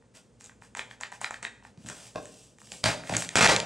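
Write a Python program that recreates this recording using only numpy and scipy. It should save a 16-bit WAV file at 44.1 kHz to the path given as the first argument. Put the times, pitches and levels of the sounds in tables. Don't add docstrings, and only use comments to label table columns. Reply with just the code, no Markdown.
import sys
import numpy as np
from scipy import signal
from scipy.fft import rfft, irfft, next_fast_len
from scipy.io import wavfile
from scipy.ndimage import uniform_filter1d, minimum_filter1d

SR = 44100
rng = np.random.default_rng(int(sys.argv[2]) if len(sys.argv) > 2 else 0)


def wav_out(sig):
    wavfile.write(sys.argv[1], SR, np.round(np.clip(np.atleast_2d(sig).T, -1, 1) * 32767).astype(np.int16))


def voltage_ratio(level):
    return 10 ** (np.asarray(level, float) / 20)


N = 160965


def evened(x):
    return x / np.sqrt(np.mean(x ** 2) + 1e-20)


def read(points, hz):
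    table_hz, value = np.transpose(points)
    return np.interp(np.log(hz + 1), np.log(table_hz + 1), value)


def add(mix, start_s, sound):
    part = mix[round(start_s * SR):][:len(sound)]
    part += sound[:len(part)]


def coloured(x, points):
    size = next_fast_len(x.shape[-1])
    response = voltage_ratio(read(points, np.fft.rfftfreq(size, 1 / SR)))
    return irfft(rfft(x, size) * response, size)[..., :x.shape[-1]]


def ring(modes, chance, spread, rise_s=.0001):
    t = np.arange(round(SR * max(t60 for _, _, t60 in modes))) / SR
    x = np.zeros(len(t))
    for k, ((hz, db, t60), c) in enumerate(zip(modes, chance)):
        decay = voltage_ratio(db + 2 * c - 60 * t / t60)
        x += (-1) ** k * decay * np.sin(2 * np.pi * hz * (1 + spread * c) * t)
    x = x * (1 - np.exp(-t / rise_s))
    return x / abs(x).max()


# frequency in Hz, gain in dB.
SHARP_RESPONSE = [(9000, -0.5), (10500, 4.5), (12000, -10), (15000, -28)]


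def sharp_treble(x):
    return coloured(x, SHARP_RESPONSE)


# frequency in Hz, relative level in dB per Hz.
AIR_SPECTRUM = [(20, -40), (38, -23), (55, 1.5), (75, -12.5), (115, 4.5), (150, -6), (215, -0.5),
                (310, -10.5), (370, -12.5), (480, -6.5), (650, -17.5), (1000, -22), (1500, -26),
                (2400, -29), (4500, -32.5), (7300, -29.5), (9200, -32), (12000, -64), (16000, -73)]


def air():
    level_db, lump_db, side_db = -60, 0.71, -15.5
    mid, side = coloured(rng.standard_normal((2, N)), AIR_SPECTRUM)
    side = voltage_ratio(side_db) * side
    lumps = evened(uniform_filter1d(rng.standard_normal(N), 3000))
    return voltage_ratio(level_db + lump_db * lumps) * evened(np.array([mid + side, mid - side]))


# frequency in Hz, reverberation time t60 in seconds.
ROOM_DECAY = [(100, 0.36), (260, 0.94), (700, 0.5), (1840, 0.42), (4850, 0.44), (10000, 0.4)]


def room(x):
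    start_s, rise_s, side_db = 0.00067, 0.016, -21
    wall_s, wall_wide_s, wall_db = 0.016, 0.023, 6.5
    turns_hz = 7
    length, gap = SR // 2, 12
    taps = np.zeros((6, length))
    at = np.arange(0, length - gap, gap) + rng.integers(0, gap, (6, (length - 1) // gap))
    np.put_along_axis(taps, at, rng.choice([-1., 1.], at.shape), 1)
    hz, t, z = signal.stft(taps, SR, nperseg=256)
    decay = voltage_ratio(-60 * t / read(ROOM_DECAY, hz)[:, None])
    tail = signal.istft(z * decay, SR, nperseg=256)[1]
    t = np.arange(tail.shape[1]) / SR
    wall = voltage_ratio(wall_db * np.exp(-((t - wall_s) / wall_wide_s) ** 2))
    tail = tail * np.clip((t - start_s) / rise_s, 0, 1) * wall
    phase = np.arange(N) / SR * turns_hz + np.arange(6)[:, None] / 3
    turn = np.sqrt(2 / 3) * np.cos(2 * np.pi * phase)
    paths = signal.fftconvolve(x * turn, tail / np.linalg.norm(tail[0]), axes=1)[:, :N]
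    mid, side = paths[:3].sum(0), voltage_ratio(side_db) * paths[3:].sum(0)
    return np.array([mid + side, mid - side])


def grit(points):
    slips_per_s, slip_db = 1500, 3.5
    size = voltage_ratio(slip_db * np.minimum(rng.exponential(1, N), 3.))
    slips = size * (rng.random(N) < slips_per_s / SR) * rng.choice([-1., 1.], N)
    hiss = rng.standard_normal(N)
    return evened(coloured(evened(slips) + hiss, points))


# start in seconds, length in seconds, level in dB before rise, fade and judder,
# weight from 0 (fingertip on gloss) to 1 (board on wood).
RUB_STROKES = [(0.137, 0.06, -53.5, 0.44), (0.394, 0.04, -58, 0.1), (0.433, 0.052, -55, 0.32),
               (0.608, 0.082, -60.5, 0.4), (0.757, 0.063, -42, 0.79), (0.898, 0.043, -53, 0.66),
               (0.997, 0.072, -47.5, 0.78), (1.112, 0.062, -51, 0.55), (1.203, 0.07, -43.5, 0.67),
               (1.296, 0.089, -52, 0.64), (1.423, 0.041, -41, 1), (1.628, 0.074, -59, 0.65),
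               (1.77, 0.22, -60, 0.27), (1.859, 0.08, -47.5, .4), (1.919, 0.21, -49.5, 0.32),
               (2.094, 0.48, -57, 0.12), (2.559, 0.35, -56.5, 0), (2.694, 0.11, -53, 0.16),
               (2.832, 0.1, -29.5, 0.75), (3.024, 0.19, -46, 0.5), (3.124, 0.056, -42, 0.5),
               (3.165, 0.089, -36.5, 0.24), (3.288, 0.22, -46, 0.73)]
# time in seconds, level in dB before judder.
BOOK_SLIDE = [(3.354, -67), (3.356, -30), (3.389, -18.5), (3.405, -32), (3.409, -12.5), (3.444, -17),
              (3.464, -34), (3.471, -45), (3.484, -48), (3.486, -18.5), (3.508, -21.5), (3.535, -29),
              (3.55, -35), (3.561, -61)]
# frequency in Hz, relative level in dB per Hz.
SKIN_SPECTRUM = [(200, -45), (620, -3), (1000, -11), (1800, -24), (2800, -3.5), (4000, -8.5), (5600, -3),
                 (6800, -4), (8100, -0.5), (9400, -8), (12000, -23), (16000, -33)]
# frequency in Hz, relative level in dB per Hz.
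WOOD_SPECTRUM = [(25, -46), (60, -24), (118, -19), (244, -3.5), (294, -21.5), (417, -8.5), (636, -1.5),
                 (1010, -9), (1510, -4.5), (2580, -7), (2770, -11), (8120, -16.5), (16000, -56)]


def rubbing():
    rise_share, fade_db = 0.25, -4.5
    judder_db, judder_s = 2., .005
    light, heavy = np.zeros(N), np.zeros(N)
    for start_s, length_s, db, weight in RUB_STROKES:
        u = np.arange(round(length_s * SR)) / (length_s * SR)
        shape = voltage_ratio(db + fade_db * u) * np.minimum(u / rise_share, 1) * np.minimum(3 * (1 - u), 1)
        add(light, start_s, shape * np.cos(weight * np.pi / 2))
        add(heavy, start_s, shape * np.sin(weight * np.pi / 2))
    slide_s, slide_db = np.transpose(BOOK_SLIDE)
    heavy = heavy + voltage_ratio(np.interp(np.arange(N) / SR, slide_s, slide_db, -120, -120))
    wander = uniform_filter1d(rng.standard_normal(N), int(judder_s * SR))
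    judder = voltage_ratio(judder_db * evened(uniform_filter1d(wander, 80)))
    return judder * (light * grit(SKIN_SPECTRUM) + heavy * grit(WOOD_SPECTRUM))


# start in seconds, board peak in dB, table thump in dB against the board,
# slap in dB against the board.
BOOK_KNOCKS = [(1.774, -57.5, 16.5, 9.5), (1.845, -48.5, 11.5, -2), (1.898, -40, -4, 12.5),
               (2.1505, -39.5, 2.5, -10), (2.157, -21.5, -18, -4), (2.718, -46, 0, 12.5),
               (2.839, -22.5, -5, 14), (2.857, -15.5, -10, 4.5), (3.094, -24.5, -8, 4.5),
               (3.123, -22.5, -1, -4), (3.148, -34, -4, 17.5), (3.355, -29, 4.5, 21),
               (3.406, -17.5, 1.5, -4), (3.444, -20, -21, 20), (3.489, -15, -9, -7)]
# nominal frequency in Hz, nominal level in dB, t60 in seconds.
BOARD_MODES = [(290, -7, .035), (410, -8, .035), (520, -4, .035), (630, 0, .045), (710, -2, .035),
               (820, -3, .035), (960, -6, .03), (1450, -11, .02)]
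# nominal frequency in Hz, nominal level in dB, t60 in seconds.
TABLE_MODES = [(58, -21.5, 0.13), (112.2, -11.5, 0.26), (168.7, -4.5, 0.087), (255, 4.5, 0.016),
               (308, -9, 0.038)]


def knocks():
    slap_fall_s, board_rise_s, table_rise_s = 0.0024, 0.00048, 0.0034
    out, t = np.zeros(N), np.arange(2048) / SR
    noise = rng.standard_normal((len(BOOK_KNOCKS), 2048))
    slaps = coloured(noise, WOOD_SPECTRUM) * np.exp(-t / slap_fall_s)
    chances = rng.uniform(-0.77, 1, (len(BOOK_KNOCKS), 13))
    for (start_s, db, thump_db, slap_db), c, slap in zip(BOOK_KNOCKS, chances, slaps):
        add(out, start_s, voltage_ratio(db) * ring(BOARD_MODES, c, 0.11, board_rise_s))
        add(out, start_s, voltage_ratio(db + thump_db) * ring(TABLE_MODES, c[8:], 0.085, table_rise_s))
        add(out, start_s + .001, voltage_ratio(db + slap_db) * slap / abs(slap).max())
    return sharp_treble(out)


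# start in seconds, card ring peak in dB, bright tick in dB against the ring,
# loudest ring frequency in Hz, share sent round the room in dB.
SLIDER_CLICKS = [(.023, -53, -25, 1200, -4), (.409, -42, 6, 1100, -4), (.442, -50, 14, 4000, -6),
                 (.453, -50, 12, 4500, -6), (.46, -50, 14, 4000, -6), (.495, -39, -28, 1400, -5),
                 (.621, -38, -22, 1200, -4), (.75, -26, -4, 1540, -5), (.771, -29.5, 2, 815, -3),
                 (.793, -18, -20, 1690, -5), (.911, -29.5, -29, 1400, -6), (1.01, -30.5, 5, 900, -4),
                 (1.034, -19, -20, 1800, -5), (1.119, -34, -3, 1000, -3), (1.124, -28, -27, 1100, -5),
                 (1.214, -26, 1, 900, -5), (1.244, -14.5, -16, 1800, -5), (1.308, -22, -6, 980, -7),
                 (1.342, -26, -13, 1700, -7), (1.428, -28, 2, 1300, -3), (1.45, -17.5, -20, 1790, -5),
                 (1.625, -45, -30, 1090, -4), (1.65, -35, -14, 1100, -7), (1.861, -40, 2, 1930, -4),
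                 (1.887, -30, 6, 1940, -8), (1.899, -33, 3, 900, -8), (2.2555, -40, 6, 1900, -5),
                 (2.585, -44, 0, 1460, -8), (2.616, -40, 0, 1000, -8), (2.672, -44, 0, 2000, -4),
                 (2.719, -28, 2, 2890, -6), (2.737, -40, -10, 2000, -8), (3.036, -32, -19, 1500, -6),
                 (3.073, -32, -15, 2500, -6), (3.138, -18, -14, 2300, -10), (3.145, -23, -20, 1900, -10),
                 (3.1535, -18, -16, 2400, -10), (3.167, -22, 14, 2000, -7), (3.2215, -22, -6, 1500, -6),
                 (3.247, -28, -14, 2500, -8), (3.2903, -20, -2, 2600, -10), (3.3645, -15, 2, 3000, -10),
                 (3.3705, -13, 1, 2500, -10), (3.4743, 3, -8, 2600, -26), (3.563, -7, -5, 3300, -13),
                 (3.601, -13.5, -4, 3300, -11)]
# nominal frequency in Hz, level in dB before the tilt of each click, t60 in seconds.
CARD_MODES = [(760, 3, .011), (920, 4, .011), (1250, 0, .007), (1520, 1, .008), (1850, 0, .010),
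              (2450, -2, .009), (3200, -4, .007), (3700, -1, .007), (4250, -2, .006), (4950, -4, .005)]
# nominal frequency in Hz, nominal level in dB, t60 in seconds.
TICK_MODES = [(5900, -6, .003), (6700, -1, .004), (7400, 0, .004), (8200, -4, .003), (9400, -12, .002)]


def clicks():
    below_db, above_db = -13, -5
    spread, rattle_s, rattle = .04, .0015, .025
    out, t = np.zeros((2, N)), np.arange(300) / SR
    rough = rng.standard_normal((len(SLIDER_CLICKS), 300)) ** 3
    chatter = rattle * rough * np.exp(-t / rattle_s) + (t == 0)
    chances = rng.uniform(-0.63, 1, (len(SLIDER_CLICKS), len(CARD_MODES) + len(TICK_MODES)))
    for (start_s, db, tick_db, top_hz, wet_db), c, hits in zip(SLIDER_CLICKS, chances, chatter):
        card = []
        for hz, mode_db, t60 in CARD_MODES:
            slope_db = below_db if hz < top_hz else above_db
            card.append((hz, mode_db + slope_db * np.log2(hz / top_hz) ** 2, t60))
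        parts = (db, card, c), (db + tick_db, TICK_MODES, c[len(CARD_MODES):])
        for level_db, modes, chance in parts:
            x = np.convolve(ring(modes, chance, spread), hits)
            x = x / abs(x).max()
            add(out[0], start_s, voltage_ratio(level_db) * x)
            add(out[1], start_s, voltage_ratio(level_db + wet_db) * x)
    return sharp_treble(out)


def scene():
    knock_room_db, rub_room_db = -0.5, -2.5
    (click, click_feed), knock, rub = clicks(), knocks(), rubbing()
    feed = click_feed + voltage_ratio(knock_room_db) * knock + voltage_ratio(rub_room_db) * rub
    return click + knock + rub + room(feed) + air()


# frequency in Hz, phase in radians by which the left leads the right.
PORT_PHASE = [(60, 0.22), (250, -0.36), (600, -.68), (2000, -0.64), (4500, -0.24), (10000, -0.18)]


def ports(x):
    size = next_fast_len(N)
    phase = read(PORT_PHASE, np.fft.rfftfreq(size, 1 / SR)) * np.array([[.5], [-.5]])
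    return irfft(rfft(x, size) * np.exp(1j * phase), size)[:, :N]


def limiter(x):
    limit_db, span = -5, int(.006 * SR)
    gain_db = np.minimum(limit_db - 20 * np.log10(abs(x).max(0) + 1e-9), 0)
    return x * voltage_ratio(uniform_filter1d(minimum_filter1d(gain_db, 2 * span), span))


def roll_off(x):
    return signal.sosfilt(signal.butter(12, 16500, fs=SR, output="sos"), x)


def record(dry):
    x = limiter(ports(dry))
    low_pass = signal.firwin(511, 16200, window=("kaiser", 9), fs=SR)
    mix = signal.oaconvolve(x, low_pass[None], "same")
    return roll_off(mix)


dry = scene()
out = record(dry)
wav_out(out)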